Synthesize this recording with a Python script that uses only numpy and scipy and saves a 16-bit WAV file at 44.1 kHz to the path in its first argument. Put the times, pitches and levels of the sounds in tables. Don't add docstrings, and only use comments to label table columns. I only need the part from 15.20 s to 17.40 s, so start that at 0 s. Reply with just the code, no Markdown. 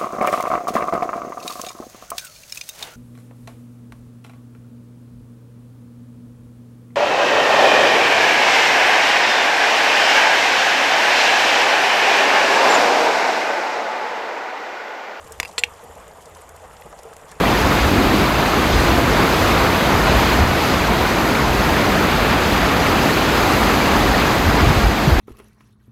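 import sys
import numpy as np
from scipy import signal
from scipy.fft import rfft, irfft
from scipy.io import wavfile
from scipy.ndimage import uniform_filter1d

SR = 44100
rng = np.random.default_rng(int(sys.argv[2]) if len(sys.argv) > 2 else 0)


def master_out(mix):
    frames = np.transpose(np.atleast_2d(mix))
    ceiling = np.clip(frames, -1, 1)
    pcm = np.round(ceiling * 32767).astype(np.int16)
    wavfile.write(sys.argv[1], SR, pcm)


N = 97020

# frequency in Hz, relative density in dB.
WASH_SPECTRUM = [(20, -6.5), (40, -2.5), (58, 6.5), (82, -4), (105, -4.5), (170, -2.5), (240, -8),
                 (370, -7.5), (450, 2.5), (600, 1.5), (820, 2), (1150, -2.5), (1500, -9.5), (2000, -10.5),
                 (2400, -16), (3000, -15.5), (4200, -25), (6000, -23.5), (7500, -19.5), (10000, -24),
                 (13000, -27.5), (15500, -45)]
# time in seconds, gain in dB.
WASH_CONTOUR = [(0, 1.5), (.7, 2), (1.0, 0.3), (1.5, 0), (2.2, 0.8)]
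# time in seconds, level in dB.
HUM_CONTOUR = [(0, -55.5), (.2, -54), (.33, -54), (.5, -52), (1.0, -58), (1.45, -52.5), (1.6, -56.5),
               (2.2, -63)]
# frequency in Hz, level in dB.
WHINE_TONES = [(3520, -74), (7020, -66.5)]
# frequency in Hz, relative gain in dB.
CRUMB_SPECTRUM = [(500, -4), (1500, 5.5), (4000, -3.5), (8000, 0), (12500, -5.5), (15500, -16.5)]
# start in seconds, level in dB, 1/e fade time in seconds, centre in Hz.
BRUSHES = [(0.041, -48.5, 0.0083, 6960), (0.074, -47.5, 0.0041, 6000), (.1212, -35, 0.0059, 8000),
           (.131, -53, 0.018, 7500), (0.15, -64, 0.021, 6000), (0.274, -46, 0.021, 5860),
           (0.312, -45, 0.0055, 4650), (0.329, -49, 0.0085, 7000), (0.364, -62, .008, 8000),
           (0.776, -50, 0.0035, 7030), (1.009, -51, 0.026, 8000), (1.055, -45, 0.0089, 6000),
           (1.149, -47, 0.0081, 5600), (1.291, -47, 0.0078, 9450), (1.3635, -41, 0.0036, 9200),
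           (1.566, -52, 0.011, 4000), (1.727, -37, 0.0059, 850), (1.788, -46.5, 0.0045, 4850),
           (1.8326, -42.5, 0.0036, 8300), (1.929, -40, .007, 1070), (1.934, -45, 0.0086, 6500),
           (1.966, -40, 0.0022, 8500), (2.081, -50.5, 0.036, 4750), (2.115, -41.5, 0.0066, 6500),
           (2.120, -42.5, 0.01, 1100)]
# start in seconds, level in dB, frequency in Hz, t60 in seconds.
HAND_BUMPS = [(.108, -30, 450, 0.074), (.627, -32.5, 467, 0.097), (.697, -32.5, 460, 0.089),
              (1.183, -55, 570, 0.044), (1.851, -28, 452, 0.094), (1.861, -32.5, 424, 0.043)]
# start in seconds, gain in dB, touching part.
TOUCHES = [(0.2, 1, "tip"), (0.2014, -1, "tip"), (0.23, 1, "edge"), (.2320, -2.5, "edge"),
           (0.2503, -3.5, "edge"), (0.2558, -5.5, "edge"), (0.3807, -0.5, "neck"), (0.3836, -3, "neck"),
           (0.3847, -0.5, "rim"), (.3877, -5, "rim"), (0.3925, 1, "rim"), (0.4366, -1.5, "blade")]
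CLACK_SPECTRA = {"tip": [(100, -9), (450, 7.5), (700, -6), (1100, 10), (1400, 0.5), (1950, 13), (2650, 17),
                 (3100, -3), (3700, 8.5), (6000, -11), (12000, -5.5), (15000, -24)], "edge": [(100, -20),
                 (500, -7), (950, 8.5), (1400, -12), (1950, 3), (2700, 9.5), (3100, -10), (4800, -4),
                 (7000, -19), (13000, -13.5), (15000, -34)], "neck": [(100, -33), (450, -2), (650, -18),
                 (900, 8.5), (1350, 8), (1650, 3.5), (2400, 11), (4300, 12), (5300, -1), (12000, -20),
                 (15000, -32)], "rim": [(100, -43), (2000, -17), (4300, 0), (6200, -15), (7500, 14),
                 (9500, -10), (13000, -10), (15000, -25)], "blade": [(100, -20), (600, -4), (780, 10),
                 (1300, -2.5), (1800, 20.5), (2050, 19), (2300, 30), (2700, 25.5), (3000, 18), (3400, 19),
                 (3750, 8), (4250, 16.5), (4800, -6), (15000, -28)]}
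SPRAYS = {"tip": (0.018, [(500, 4), (2500, 11), (3300, -8), (6200, 4), (9000, -4), (10800, -6), (12300, -3),
          (15000, -27)]), "edge": (0.036, [(500, -12), (2600, -3), (3500, -10), (4800, -13), (8000, -18),
          (13000, -22), (15000, -39)]), "neck": (.04, [(500, -10), (750, -1), (1300, 0), (1650, -5),
          (2000, 12), (3300, 11), (4300, 0), (5300, 3.5), (12000, -9), (15000, -26)]),
          "rim": (.028, [(500, -25), (4300, -1), (6200, -8), (7600, 1.5), (9500, -7), (13000, -22),
          (15000, -30)]), "blade": (0.035, [(500, -3), (1300, 0), (2600, 9.5), (3400, 17), (4200, 3),
          (6500, 2.5), (8100, 5.5), (10000, -6.5), (13000, -9), (15000, -25)])}
TROWEL_PARTS = ["tip", "edge", "neck", "rim", "blade"]
# frequency in Hz, base t60 in seconds, then level in dB per struck part.
TOUCH_RINGING = [(484.3, 0.15, -39, -42, -25.5, -59, -30), (836, 0.1, -55, -49, -33, -47, -26.5),
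                 (1444, 0.063, -49, -56, -37, -52, -44), (1968, 0.063, -35, -46, -26, -45, -38),
                 (2600, 0.013, -40, -44, -26, -42, -31), (2710, 0.046, -39, -32.5, -30, -42, -11),
                 (3486, 0.03, -33, -49, -27, -31, -52), (3880, .04, -36, -56.5, -40, -42, -44),
                 (4260, 0.033, -47, -54, -15.5, -33, -43), (4450, 0.026, -47, -52, -38, -32, -42),
                 (4916, 0.063, -41.5, -43, -37, -40, -31), (5790, 0.028, -35, -50, -38, -50, -22.5),
                 (7290, 0.045, -36, -56, -40, -26, -47), (7460, 0.015, -33, -52, -26, -20, -49),
                 (8400, .025, -43, -54, -36, -48, -26)]
T60_FACTORS = {"tip": 1, "edge": 1.2, "neck": 1.23, "rim": 0.93, "blade": 0.6}


def amp(db):
    return 10 ** (np.asarray(db) / 20)


def unit_rms(x):
    return x / np.sqrt(np.mean(x ** 2) + 1e-20)


def decay(t, t60_s):
    return np.exp(-np.log(1000) * t / t60_s)


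def spectrum_db(points, hz):
    points_hz, points_db = np.transpose(points)
    return np.interp(np.log(hz + 1), np.log(points_hz + 1), points_db)


def contour_db(points):
    return np.interp(np.arange(N) / SR, *np.transpose(points))


def band_db(offset, half_width):
    return -10 * np.log10(1 + (offset / half_width) ** 4)


def add(mix, start_s, sound):
    span = mix[max(round(start_s * SR), 0):][:len(sound)]
    span += sound[:len(span)]


def colour(x, db_at):
    return irfft(rfft(x) * amp(db_at(np.fft.rfftfreq(len(x), 1 / SR))), len(x))


def band_noise(centre_hz, half_width_hz, size=N):
    return unit_rms(colour(rng.standard_normal(size), lambda f: band_db(f - centre_hz, half_width_hz)))


def drift(rate_hz):
    return band_noise(0, rate_hz)


def pulse(spectrum, size=4096):
    log_gain = np.log(amp(spectrum_db(spectrum, abs(np.fft.fftfreq(size, 1 / SR)))))
    return np.fft.ifft(np.exp(np.conj(signal.hilbert(log_gain)))).real


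def clicks(per_s, spread_db=4.5):
    sizes = amp(spread_db * np.minimum(rng.exponential(1, N), 4))
    return sizes * rng.choice([-1, 1], N) * (rng.random(N) < per_s / SR)


def wash(base_db=-44.5, patch_db=2.5, swell_db=0.6):
    frames = dict(nperseg=512, noverlap=384)
    _, _, bins = signal.stft(rng.standard_normal(N), SR, **frames)
    patches = uniform_filter1d(rng.standard_normal(bins.shape), size=6, axis=0)
    patches = unit_rms(uniform_filter1d(patches, size=8, axis=1))
    air = signal.istft(bins * amp(patch_db * patches), **frames)[1][:N]
    level_db = base_db + contour_db(WASH_CONTOUR) + swell_db * drift(rate_hz=10)
    return amp(level_db) * unit_rms(colour(air, lambda f: spectrum_db(WASH_SPECTRUM, f)))


def hum():
    return amp(contour_db(HUM_CONTOUR)) * band_noise(centre_hz=82, half_width_hz=3.9)


def whine(wander_hz=5):
    out = np.zeros(N)
    for hz, level_db in WHINE_TONES:
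        phase = 2 * np.pi * np.cumsum(hz + wander_hz * drift(rate_hz=19)) / SR
        out += amp(level_db) * unit_rms(np.sin(phase))
    return out


def crumbs(level_db=-56.5, per_s=900, rise_s=0.00065, clump_db=3, bands=40):
    age = np.arange(SR // 25) / SR / rise_s
    out = np.zeros(N)
    for hz in np.linspace(1200, 14000, bands):
        crunch = band_noise(hz, half_width_hz=990, size=len(age)) * age * np.exp(-age)
        out += signal.oaconvolve(clicks(per_s / bands), unit_rms(crunch))[:N]
    out *= amp(clump_db * drift(rate_hz=30))
    return amp(level_db) * unit_rms(colour(out, lambda f: spectrum_db(CRUMB_SPECTRUM, f)))


def brushes(half_width_oct=0.68):
    t = np.arange(SR // 5) / SR
    out = np.zeros(N)
    for start_s, level_db, fade_s, hz in BRUSHES:
        crackle = colour(clicks(per_s=6000)[:len(t)], lambda f: spectrum_db(CRUMB_SPECTRUM, f))
        crackle = colour(crackle, lambda f: band_db(np.log2((f + 1) / hz), half_width_oct))
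        add(out, start_s, amp(level_db) * unit_rms(crackle) * np.exp(-(t / fade_s) ** 2))
    return out


def bumps(rise_s=0.0027):
    t = np.arange(SR // 5) / SR
    rise = 1 - np.exp(-t / rise_s)
    out = np.zeros(N)
    for start_s, level_db, hz, t60_s in HAND_BUMPS:
        add(out, start_s, amp(level_db) * np.sin(2 * np.pi * hz * t) * decay(t, t60_s) * rise)
    return out


def touch(part, rise_s=0.00038):
    t = np.arange(SR // 5) / SR
    rise = 1 - np.exp(-t / rise_s)
    spray_t60_s, spray_spectrum = SPRAYS[part]
    spray = rng.standard_normal(len(t)) * decay(t, spray_t60_s) * rise
    out = signal.fftconvolve(spray / np.linalg.norm(spray), pulse(spray_spectrum))[:len(t)]
    add(out, 0, pulse(CLACK_SPECTRA[part]))
    for hz, base_t60_s, *levels_db in TOUCH_RINGING:
        envelope = rise * decay(t, base_t60_s * T60_FACTORS[part])
        out += amp(levels_db[TROWEL_PARTS.index(part)]) * envelope * np.sin(2 * np.pi * hz * t)
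    return out


def trowel():
    out = np.zeros(N)
    for start_s, gain_db, part in TOUCHES:
        add(out, start_s, amp(gain_db) * touch(part))
    return out


def echo(x, gain_db=-22, t60_s=0.14, delay_s=0.0087, cutoff_hz=3500):
    t = np.arange(SR // 3) / SR
    tail = rng.standard_normal(len(t)) * decay(t, t60_s) * (t > delay_s)
    tail = signal.lfilter(*signal.butter(1, cutoff_hz, fs=SR), tail / np.linalg.norm(tail))
    return amp(gain_db) * signal.fftconvolve(x, tail)[:N]


def scene():
    near = trowel() + crumbs() + brushes() + bumps()
    return (near + echo(near) + wash() + hum() + whine())[None]


def record(dry):
    lowpass = signal.firwin(301, 16200, window=("kaiser", 9), fs=SR)
    return signal.oaconvolve(np.clip(dry, -1, 1), lowpass[None], "same")


dry = scene()
out = record(dry)
master_out(out)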